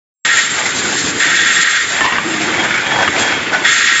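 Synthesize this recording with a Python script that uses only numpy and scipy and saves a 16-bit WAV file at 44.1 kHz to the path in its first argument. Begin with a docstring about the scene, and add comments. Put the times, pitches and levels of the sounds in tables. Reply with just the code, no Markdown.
"""Compressed air vents from a bottle blow moulding machine in three blasts through a ringing muffler.
Between the blasts the mould clamps with a clunk, the end stops knock hard,
and the steel transfer carriage rattles, clanks and squeals along its rail.
Underneath, the drive rumbles and drones, the air lines hiss and the factory hall keeps up its din."""
import sys
import numpy as np
from scipy import signal
from scipy.fft import rfft, irfft, next_fast_len
from scipy.io import wavfile
from scipy.ndimage import map_coordinates

SR = 44100
rng = np.random.default_rng(int(sys.argv[2]) if len(sys.argv) > 2 else 0)


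def wav_out(sig):
    """Save sig, one row per channel (or a flat mono array), as 16-bit PCM at SR to the path in sys.argv[1]."""
    wavfile.write(sys.argv[1], SR, np.round(np.clip(np.atleast_2d(sig).T, -1, 1) * 32767).astype(np.int16))


N = 176400


def amp(db):
    """Decibels to gain."""
    return 10 ** (np.asarray(db) / 20)


def unit(x):
    """Scale to rms 1."""
    return x / np.sqrt(np.mean(x ** 2) + 1e-20)


def since(start):
    """Seconds since start, zero before it."""
    return np.maximum(np.arange(N) / SR - start, 0)


def curve(rows):
    """Automation lane through (t/s, value) breakpoints."""
    return np.interp(np.arange(N) / SR, *np.transpose(rows))


def swell(start, length):
    """Envelope that fades in, holds and fades out."""
    t = since(start)
    return np.clip(np.minimum(t, length - t) / 0.018, 0, 1)


def strike(start, db, t60, attack_s):
    """Impact envelope: quick rise, exponential tail."""
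    t = since(start)
    return amp(db - 60 * t / t60) * (1 - np.exp(-t / attack_s))


def wobble(per_s):
    """Smooth random modulation with per_s knots a second."""
    return map_coordinates(rng.standard_normal(1024), [np.arange(N) * per_s / SR], mode="wrap")


def filtered(x, response):
    """Filter x by a gain that depends on frequency."""
    size = next_fast_len(N + 8192)
    return irfft(rfft(x, size) * response(np.fft.rfftfreq(size, 1 / SR)), size)[:N]


def colour(x, eq):
    """x through an EQ curve (f/Hz, gain/dB), at rms 1."""
    hz, db = np.transpose(eq)
    return unit(filtered(x, lambda f: amp(np.interp(np.log(f + 1), np.log(hz), db))))


def ring(x, modes):
    """x through resonators (f/Hz, width/Hz, gain/dB), at rms 1."""
    def response(f):
        return sum(amp(db) * 1j * f * width / (hz * hz - f * f + 1j * f * width)
                   for hz, width, db in modes)
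    return unit(filtered(x, response))


def noise():
    """White noise."""
    return rng.standard_normal(N)


def eddies(patchy_db, patch_hz=169.4, patch_s=.035):
    """Turbulence whose strength drifts in patches of frequency and time."""
    hz, t, spectrum = signal.stft(noise(), SR, nperseg=512)
    grid = np.meshgrid(hz / patch_hz, t / patch_s, indexing="ij")
    patches = map_coordinates(rng.standard_normal((256, 256)), grid, mode="wrap")
    return signal.istft(spectrum * amp(patchy_db * patches), SR, nperseg=512)[1][:N]


def contacts(per_s, spread_db):
    """Random small impacts of uneven size, at rms 1."""
    clicks = (rng.random(N) < per_s / SR) * np.sign(noise())
    return unit(clicks * amp(spread_db * np.clip(noise(), -2, 2)))


def tone(hz, waver_hz):
    """A resonance whose pitch and strength waver, at rms 1."""
    phase = 2 * np.pi * np.cumsum(hz + waver_hz * wobble(110)) / SR
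    return unit(np.sin(phase) * amp(2.2 * wobble(60)))


# Midrange bed of the hall: f/Hz, gain/dB
DIN_EQ = [(100, -29), (900, -18), (1200, -3.5), (1450, 0), (2000, 2), (2400, -2.5), (2900, -7), (3450, -5),
          (4000, -14), (5000, -19), (6000, -28.5), (7500, -32.5)]
# Gentle swells of the bed: t/s, level/dB
DIN_SWELLS = [(.26, -2), (.7, 0), (1.1, -0.5), (1.5, -0.5), (1.88, -2), (2.0, 2.5), (2.19, 1), (2.23, -2.5),
              (2.32, 1), (2.5, 2.5), (2.8, 1), (3.2, 0.5), (3.45, 0), (3.62, 0), (4, -1)]


def hall_din():
    """Air and fine clatter from the rest of the line."""
    stir = eddies(patchy_db=2.4) + .5 * contacts(per_s=500, spread_db=2)
    return amp(curve(DIN_SWELLS) - 20 + .9 * wobble(40)) * colour(stir, DIN_EQ)


# Fader ride of the hiss: t/s, level/dB
HISS_RIDE = [(.26, -25), (.42, -21.5), (.48, -25.5), (.8, -24), (1.1, -24), (1.15, -29), (1.25, -25),
             (1.56, -24), (1.72, -25.5), (1.98, -28.5), (2.12, -36), (2.42, -29.5), (2.75, -35),
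             (3.12, -33.5), (3.2, -23.5), (3.35, -36.5), (3.62, -35.5), (3.68, -23), (4, -24.5)]
# Thin, bright hiss: f/Hz, gain/dB
HISS_EQ = [(1000, -38.5), (2500, -14.5), (3600, -5), (5000, -9.5), (5900, -12), (6600, -4.5), (7100, -2.5),
           (7500, 3.5), (7800, -11.5)]
# Cylinder puffs: t/s, length/s, level/dB
CYLINDER_PUFFS = [(1.414, .2, -27), (2.02, .06, -20), (2.394, 0.05, -20), (3.147, 0.1, -17.5),
                  (3.279, .06, -27), (3.848, .08, -14.5)]
# Breathy tone of a puff: f/Hz, gain/dB
PUFF_EQ = [(500, -20), (2000, 8.5), (3500, 2), (5000, -6), (6000, -8.5), (7400, -12)]


def air_lines():
    """The lines hiss throughout and the cylinders let out short puffs."""
    hiss_gain = amp(curve(HISS_RIDE) + 6.14 + 1.7 * wobble(45))
    puff_gain = sum(amp(db) * np.sin(np.pi * np.minimum(since(start) / length, 1))
                    for start, length, db in CYLINDER_PUFFS)
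    return hiss_gain * colour(eddies(patchy_db=1.64), HISS_EQ) + puff_gain * colour(noise(), PUFF_EQ)


# Effort of the drive: t/s, level/dB
DRIVE_EFFORT = [(.26, -35), (.48, -34.5), (.58, -29), (.78, -27.5), (.9, -25.5), (1.16, -24), (1.23, -31),
                (1.6, -31), (1.7, -38), (1.85, -34.5), (1.98, -31), (2.2, -30), (2.58, -25.5), (2.7, -26),
                (3.18, -24), (3.6, -28), (3.75, -33.5), (4, -37)]
# Low body of the rumble: f/Hz, gain/dB
RUMBLE_EQ = [(25, -31), (45, -26.5), (75, -7.5), (120, -2), (220, 0.5), (320, 2.5), (480, -2), (700, -20),
             (1500, -20.5)]
# Fader ride of the panel clatter: t/s, level/dB
PANEL_RIDE = [(.26, -30), (.48, -37.5), (.6, -26), (.72, -33.5), (.87, -31), (.93, -26.5), (.98, -32),
              (1.15, -29.5), (1.5, -35), (1.83, -39), (2, -23.5), (2.2, -30.5), (2.42, -27), (2.62, -21.5),
              (2.82, -30.5), (2.9, -20), (3.03, -15.5), (3.09, -33.5), (3.16, -19.5), (3.45, -28.5),
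              (3.55, -21), (3.62, -23.5), (3.7, -35.5), (4, -40.5)]
# Boxy tone of the panels: f/Hz, gain/dB
PANEL_EQ = [(250, -37.5), (500, -1.5), (790, 2), (900, 3), (1050, -1), (1200, -4), (1600, -25), (3000, -21)]
# Drones under load: t/s, length/s, f/Hz, level/dB
LOAD_DRONES = [(0.871, 0.35, 295.7, -33.5), (2.154, 0.4, 218.9, -31.5), (2.236, 0.4, 335, -26)]


def drive():
    """The drive rumbles, shakes the panels of the frame and drones under load."""
    rumble = amp(curve(DRIVE_EFFORT) + 0.5 + 1.9 * wobble(40)) * colour(noise(), RUMBLE_EQ)
    shaking = contacts(per_s=400, spread_db=2.5) + 1.4 * eddies(patchy_db=2.2)
    panels = amp(curve(PANEL_RIDE) + 1.7 * wobble(25.01)) * colour(shaking, PANEL_EQ)
    drones = sum(amp(db) * swell(start, length) * tone(hz, waver_hz=24.2)
                 for start, length, hz, db in LOAD_DRONES)
    return rumble + panels + drones


# Squeal cues: t/s, length/s, level/dB
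RAIL_SQUEALS = [(1.967, 0.039, -23.5), (2.567, 0.07, -23), (2.838, 0.26, -27), (3.21, 0.18, -25.5)]


def rail_squeal():
    """Sliding makes the dry rail sing on one high, unsteady note."""
    envelope = sum(amp(db) * swell(start, length) for start, length, db in RAIL_SQUEALS)
    return envelope * tone(3280, waver_hz=30)


# Fader ride of the carriage rattle: t/s, level/dB
RATTLE_RIDE = [(1.85, -54), (1.98, -30), (2.2, -44), (2.52, -23.5), (2.63, -27), (2.82, -29.5), (3.02, -18),
               (3.1, -26.5), (3.32, -19), (3.43, -31.5), (3.6, -29.5), (3.7, -46)]
# Resonances of the steel rail: f/Hz, width/Hz, gain/dB
RAIL_MODES = [(860, 46, -13), (1528, 91, 3), (1733, 16, 7.5), (1862, 170, -4), (2240, 49, 2.5),
              (2380, 51, -7.5), (3247, 130, -11)]
# Loose steel hits, each with its strongest note: t/s, level/dB, t60/s, f/Hz
STEEL_CLANKS = [(.377, -16.5, .1, 1870), (.58, -25.5, 0.27, 1593), (.608, -22.5, 0.058, 1950),
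                (.655, -18, 0.082, 2060), (.848, -23, 0.12, 1494), (1.483, -23, 0.18, 1900),
                (1.958, -23, 0.074, 2340), (1.975, -23.5, 0.2, 1796), (2.123, -15.5, 0.04, 2736),
                (2.153, -21.5, 0.13, 1520), (2.31, -25, 0.083, 2750), (2.592, -16.5, 0.052, 2260),
                (2.63, -22.5, 0.26, 1790), (2.706, -17.5, 0.058, 1730), (2.739, -17.5, 0.15, 2240),
                (2.775, -15, 0.039, 2280), (2.863, -19, 0.093, 2260), (2.906, -21.5, 0.17, 1750),
                (2.983, -23, 0.27, 1760), (3.022, -19.5, .12, 1580), (3.3, -25, 0.39, 2180),
                (3.53, -16.5, 0.24, 1484)]
# Bite of steel on steel: f/Hz, gain/dB
CLASH_EQ = [(200, -11), (800, -9), (1200, 0.5), (1550, -9), (2250, 11), (2800, -8.5), (4000, -24),
            (7500, -12.5)]


def carriage():
    """Small contacts keep the rail ringing; loose parts clank against it in short clusters."""
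    rattle = amp(curve(RATTLE_RIDE)) * ring(contacts(per_s=260, spread_db=1), RAIL_MODES)
    clash = amp(-1.5) * colour(contacts(per_s=4000, spread_db=6), CLASH_EQ)
    rail_ring = amp(6) * ring(noise(), RAIL_MODES)
    clanks = np.zeros(N)
    for start, db, t60, hz in STEEL_CLANKS:
        note = amp(8.5) * np.sin(2 * np.pi * hz * since(start))
        clanks += strike(start, db, t60, attack_s=0.0029) * (clash + rail_ring + note)
    return rattle + clanks


# Hard hits on the end stops: t/s, level/dB, f/Hz
STOP_KNOCKS = [(2.008, 3, 1780), (2.1838, 1, 1600), (3.0776, 3.5, 1680), (3.0856, -4, 1600)]
# Partials of a knock: pitch ratio, gain/dB, t60/s
STOP_PARTIALS = [(0.761, -6, 0.023), (1, -2.5, .018), (1.12, -10, .018), (1.72, -11, 0.027)]
# Ringing tails of the steel frame: t/s, level/dB, t60/s, f/Hz
FRAME_TAILS = [(2.008, -9.5, 0.19, 1770), (2.055, -18, 0.52, 1890), (2.4, -22, .25, 700),
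               (2.184, -20, 0.17, 1168)]


def end_stops():
    """Hard, well damped knocks, with the steel frame ringing on."""
    knocks = np.zeros(N)
    for start, db, hz in STOP_KNOCKS:
        for ratio, partial_db, t60 in STOP_PARTIALS:
            partial = np.sin(2 * np.pi * hz * ratio * since(start))
            knocks += strike(start, db + partial_db, t60, attack_s=.0003) * partial
    tails = sum(strike(start, db, t60, attack_s=0.0055) * tone(hz, waver_hz=15)
                for start, db, t60, hz in FRAME_TAILS)
    return knocks + tails


# Locking hits: t/s, clunk level/dB, thump level/dB
MOULD_CLAMPS = [(2.009, -19, -15.5), (2.041, -16, -41), (2.052, -18, -35), (2.12, -20, -25),
                (2.182, -30, -27)]
# Resonances of the mould: f/Hz, width/Hz, gain/dB
MOULD_MODES = [(710, 70, -37), (980, 93, 3), (1050, 78, 0), (1910, 66, 0), (2700, 170, -5)]
# Weight under the clunk: f/Hz, gain/dB
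THUMP_EQ = [(25, -13), (60, 1), (120, -6.5), (330, 6), (600, -21), (2000, -49)]


def mould():
    """The mould halves lock: a steel clunk over a low thump."""
    clunk = sum(strike(start, db, t60=0.25, attack_s=0.0014) for start, db, _ in MOULD_CLAMPS)
    thump = sum(strike(start, db, t60=0.088, attack_s=0.0017) for start, _, db in MOULD_CLAMPS)
    return clunk * ring(noise(), MOULD_MODES) + thump * colour(noise(), THUMP_EQ)


# Air blasts: t/s, hold/s, level/dB, opening surge/dB, release/(dB/s)
EXHAUST_BLASTS = [(0.246, 0.15, -14.5, 3, 98), (1.197, 0.57, -13.5, 0, 84.5), (3.646, .4, -13, 4, 100)]
# Resonances of the muffler: f/Hz, width/Hz, gain/dB
MUFFLER_MODES = [(1383, 37, -2.5), (1659, 140, -2), (1851, 69, 4), (2108, 27, -0.5), (3390, 90, -5)]
# Passband of the muffler: f/Hz, gain/dB
MUFFLER_EQ = [(700, -20.5), (1100, -14), (1330, 1), (3500, 0), (6000, -3)]
# Bright edge of the jet: f/Hz, gain/dB
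JET_EQ = [(100, -29.5), (1000, -25.5), (1350, -27.5), (2000, -26.5), (2600, 6.5), (3300, 4), (4200, -1.5),
          (5000, -8.5), (5900, -10.5), (7400, 3)]


def exhaust(valve_s=0.002, surge_s=0.053):
    """A valve opens, the air surges and flutters through the muffler, then dies away."""
    flow = np.zeros(N)
    for start, hold, db, surge_db, release in EXHAUST_BLASTS:
        t = since(start)
        opening = 1 - np.exp(-t / valve_s)
        flow += opening * amp(db + surge_db * np.exp(-t / surge_s) - release * since(start + hold))
    muffler = colour(ring(noise(), MUFFLER_MODES), MUFFLER_EQ)
    jet = amp(-2.5 + 1.5 * wobble(28)) * colour(eddies(patchy_db=1.5), JET_EQ)
    flutter = amp(1.1 * wobble(55))
    return flow * (muffler * flutter + jet)


def scene():
    """The machine over the din of the factory, in mono."""
    bed = hall_din() + air_lines() + drive()
    steel = rail_squeal() + carriage() + end_stops() + mould()
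    return (bed + steel + exhaust())[None]


# Treble ripple of the microphone: f/Hz, gain/dB
MIC_EQ = [(4500, 0), (5200, 1.5), (5850, 0), (6150, 0), (6400, 1.5), (7000, 0), (7500, -1)]


def record(dry, cut_in_s=.2485, top_hz=7650, ceiling=.97):
    """The microphone colours the sound; it cuts in abruptly, with peaks rounded and the top cut off."""
    hz, db = np.transpose(MIC_EQ)
    coloured = filtered(dry[0], lambda f: amp(np.interp(f, hz, db)) * (f < top_hz))
    gated = coloured * np.minimum(since(cut_in_s) / .002, 1)
    rounded = gated / (1 + np.abs(gated / ceiling) ** 8) ** (1 / 8)
    return filtered(rounded, lambda f: np.clip((top_hz - f) / 100, 0, 1))[None]


dry = scene()
out = record(dry)
wav_out(out)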